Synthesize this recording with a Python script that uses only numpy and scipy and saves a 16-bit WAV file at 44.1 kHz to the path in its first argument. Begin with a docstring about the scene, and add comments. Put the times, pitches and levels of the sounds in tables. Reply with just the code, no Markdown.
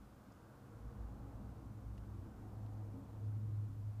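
"""A quiet room, close to an aquarium tank whose equipment is running.
The motor's low hum swells and steadies, a deeper throb comes and goes, and vibration makes the
cabinet drone at a few pitches. Behind them lie a dull wash of moving water and air and a thin hiss.
Now and then come a tiny bubble pop, very faint ticks, brief hollow tones and one soft, low bump."""
import sys
import numpy as np
from scipy import signal
from scipy.fft import rfft, irfft
from scipy.io import wavfile
from scipy.ndimage import uniform_filter1d

SR = 44100
rng = np.random.default_rng(int(sys.argv[2]) if len(sys.argv) > 2 else 0)


def put_to_file(sound):
    """Save the sound as 16-bit audio at rate SR, in the file named by the first command-line argument."""
    columns = np.atleast_2d(sound).T  # one column per channel
    safe = np.clip(columns, -1, 1)
    whole_steps = np.round(safe * 32767)
    wavfile.write(sys.argv[1], SR, whole_steps.astype(np.int16))


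N = 176400  # samples: 4 seconds


def undb(db):
    """Turn decibels (dB) into a number to multiply a sound by."""
    return 10 ** (np.asarray(db) / 20)


def unit(x):
    """Scale a signal so that its average power is 1."""
    return x / np.sqrt(np.mean(x ** 2))


def fader(rows):
    """A volume curve that glides between points of time in seconds and level in dB."""
    return undb(np.interp(np.arange(N) / SR, *np.array(rows).T))


def drift(rate_hz):
    """Smooth random movement of typical size 1; a higher rate moves faster."""
    f = np.fft.rfftfreq(N, 1 / SR)
    return unit(irfft(rfft(rng.standard_normal(N)) * np.exp(-(f / rate_hz) ** 2), N))


def wavering(hz, wander_hz, rate_hz):
    """A pure tone whose pitch wanders at random."""
    pitch = hz + wander_hz * drift(rate_hz)
    return np.sqrt(2) * np.sin(2 * np.pi * np.cumsum(pitch) / SR)


def coloured(points):
    """Noise shaped by points of frequency in Hz and relative level in dB, fading above the last."""
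    hz, db = np.array(points).T
    f = np.fft.rfftfreq(N, 1 / SR) + 1
    gain = undb(np.interp(np.log(f), np.log(hz), db)) / (1 + (f / hz[-1] / 2) ** 4)
    return unit(irfft(rfft(rng.standard_normal(N)) * gain, N))


def ringing(hz, width_hz):
    """Something shaken at random rings around one pitch; a smaller width gives a clearer note."""
    f = np.fft.rfftfreq(N, 1 / SR) + 1
    detune = (f * f - hz * hz) / (f * width_hz)
    return unit(irfft(rfft(rng.standard_normal(N)) / (1 + detune ** 2), N))


def steady(x, span_s):
    """Even out loudness changes slower than the span, keeping the quick flutter."""
    power = x ** 2
    for _ in range(2):
        power = uniform_filter1d(power, max(int(span_s * SR), 2))
    return x / np.sqrt(np.abs(power) + 1e-9)


def burst(start_s, rise_s=0.0015, decay_s=0.0051):
    """The volume curve of a tick or pop: it jumps up and dies away quickly."""
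    age = np.maximum(np.arange(N) / SR - start_s, 0)
    return np.minimum(age / rise_s, 1) * np.exp(-np.maximum(age - rise_s, 0) / decay_s)


def motor_hum():
    """The motor hums an almost pure note, wavering a little, over an uneven buzz."""
    # How loud the note and the buzz are. Each row: time in seconds, level in dB.
    note_levels = [(0, -80), (.75, -62), (1.55, -60), (1.7, -53), (2.0, -57), (2.23, -53), (2.34, -59),
                   (2.66, -46.5), (2.88, -46.5), (3.06, -58), (3.17, -49), (3.27, -41.5), (3.48, -43.5),
                   (3.59, -39.5), (3.67, -45.5), (3.71, -49), (3.87, -44.5), (4, -44.5)]
    buzz_levels = [(0, -68), (.5, -65.5), (.9, -56.5), (2.2, -58), (2.6, -63), (3.5, -53), (4, -55)]
    note = wavering(hz=104.78, wander_hz=0.71, rate_hz=5) * fader(note_levels)
    flutter_db = 0.5 * drift(rate_hz=14)
    buzz = steady(ringing(hz=111.1, width_hz=33.4), span_s=0.056) * fader(buzz_levels)
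    return note * undb(flutter_db) + buzz


def rumble():
    """A vibration throbs about an octave below the hum, on a bed of deep noise."""
    # How loud the throb and the bed are. Each row: time in seconds, level in dB.
    throb_levels = [(0, -60.5), (.35, -80), (.72, -70), (.88, -47.5), (.95, -66), (1.01, -45.5), (1.2, -55),
                    (1.63, -55.5), (1.73, -74), (1.85, -50.5), (2.15, -56), (2.42, -61.5), (3.1, -67),
                    (4, -68)]
    bed_levels = [(0, -67), (.68, -69), (.88, -59), (2.2, -57.5), (2.9, -59.5), (4, -59)]
    # The bed's tone colour. Each row: frequency in Hz, relative level in dB.
    bed_colour = [(15, -16.5), (28, -4.5), (39, -6), (50, -2), (64, 2), (80, -0.5), (100, -14.5),
                  (180, -41.5)]
    throb = wavering(hz=55.2, wander_hz=3.5, rate_hz=5.84) * fader(throb_levels)
    flutter_db = drift(rate_hz=14)
    bed = steady(coloured(bed_colour), span_s=0.13) * fader(bed_levels)
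    return throb * undb(flutter_db) + bed


def cabinet_drone():
    """Random vibration makes the cabinet ring at its own natural pitches."""
    # The cabinet's notes. Each row: pitch in Hz, width in Hz, relative level in dB.
    notes = [(130.3, 20, -3), (183.5, 25, -4.5), (206.4, 21, 0), (249.6, 26, -4.5), (275.2, 12, -4.5),
             (322, 48, -5), (459.7, 12, -14)]
    # How loud the drone is. Each row: time in seconds, level in dB.
    levels = [(0, -63.5), (.65, -64), (.9, -59.5), (1.4, -56), (1.7, -59.5), (2.4, -57.5), (2.9, -58.5),
              (3.5, -58), (4, -64.5)]
    body = sum(undb(db) * ringing(hz, width) for hz, width, db in notes)
    return steady(body, span_s=0.22) * fader(levels)


def wash():
    """Moving water and air make a dull rush, whose higher part swells on its own."""
    # The tone colour of each part. Each row: frequency in Hz, relative level in dB.
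    low_colour = [(60, -10), (200, 1.5), (330, -2), (400, -0.5), (500, 1), (750, -1), (1050, -4.5),
                  (1400, -15), (1900, -22), (3500, -38)]
    high_colour = [(700, -26), (1100, 1.5), (1300, 0), (1560, -4), (1700, -13.5), (2300, -24)]
    # How loud each part is. Each row: time in seconds, level in dB.
    low_levels = [(0, -68.5), (.55, -66), (.9, -64.5), (1.3, -63.5), (1.8, -65.5), (2.1, -66), (2.45, -64),
                  (3.1, -64.5), (3.5, -68.5), (4, -68)]
    high_levels = [(0, -73), (.5, -73), (.9, -70.5), (1.4, -74.5), (1.85, -75.5), (2.3, -73.5),
                   (2.9, -78.5), (3.3, -76), (4, -78.5)]
    low = coloured(low_colour) * fader(low_levels)
    flutter_db = 0.5 * drift(rate_hz=11)
    high = coloured(high_colour) * fader(high_levels)
    return low * undb(flutter_db) + high


def hiss(level_db=-76.5):
    """A thin hiss that stays even throughout."""
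    # The hiss's tone colour. Each row: frequency in Hz, relative level in dB.
    colour = [(100, 0.5), (1800, 6), (2800, 1.5), (4500, -0.5), (7000, -1), (10000, -3), (15000, -3)]
    return undb(level_db) * coloured(colour)


def bubble_pop(level_db=-71.5):
    """One tiny bubble pops and rings for an instant at two high pitches."""
    # The bubble's notes. Each row: pitch in Hz, width in Hz, relative level in dB.
    notes = [(5100, 900, -1.5), (6900, 870, -2)]
    ring = unit(sum(undb(db) * ringing(hz, width) for hz, width, db in notes))
    return undb(level_db) * burst(start_s=0.3205) * ring


def hollow_tones():
    """Hollow tones rise out of the wash for a moment and sink back."""
    # Each row: middle in seconds, half-length in seconds, pitch in Hz, width in Hz, peak level in dB.
    swells = [(0.446, 0.15, 1510, 200, -77.5), (0.883, 0.25, 477, 14, -69.5), (1.193, .3, 812, 70, -73),
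              (2.33, 0.084, 1540, 58, -81), (2.34, 0.19, 342, 90, -67.5), (2.583, 0.18, 758, 51, -71),
              (2.964, 0.052, 269, 18, -55), (3.08, 0.24, 461.7, 11, -70)]
    t = np.arange(N) / SR
    out = np.zeros(N)
    for middle, half_length, hz, width, db in swells:
        rise_and_fall = np.exp(-((t - middle) / half_length) ** 2 / 2)
        out += undb(db) * rise_and_fall * steady(ringing(hz, width), span_s=0.1)
    return out


def ticks():
    """Faint, dry ticks, each a very short burst of noise."""
    # Each row: start in seconds, level in dB, centre frequency in Hz, width in Hz.
    clicks = [(.878, -80, 5500, 4000), (1.978, -64, 2080, 3950), (2.661, -71, 2190, 3400)]
    return sum(undb(db) * burst(start) * ringing(hz, width) for start, db, hz, width in clicks)


def bump(rise_s=0.0092):
    """A soft, low knock swells and dies within a few vibrations."""
    # Each row: start in seconds, peak level in dB, pitch in Hz.
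    knocks = [(2.181, -38.5, 98)]
    out = np.zeros(N)
    for start, db, hz in knocks:
        age = np.maximum(np.arange(N) / SR - start, 0)
        rise_and_fall = age / rise_s * np.exp(1 - age / rise_s)
        out += undb(db) * rise_and_fall * np.sin(2 * np.pi * hz * age)
    return out


def scene():
    """Add all the sounds together in one channel."""
    low_sounds = motor_hum() + rumble() + bump() + cabinet_drone()
    faint_sounds = wash() + hollow_tones() + ticks() + bubble_pop() + hiss()
    return (low_sounds + faint_sounds)[None]


def record(dry):
    """Cut away the very highest treble with a steep filter."""
    top_hz = 15250
    return signal.sosfilt(signal.ellip(10, .1, 70, top_hz, fs=SR, output="sos"), dry)


dry = scene()
out = record(dry)
put_to_file(out)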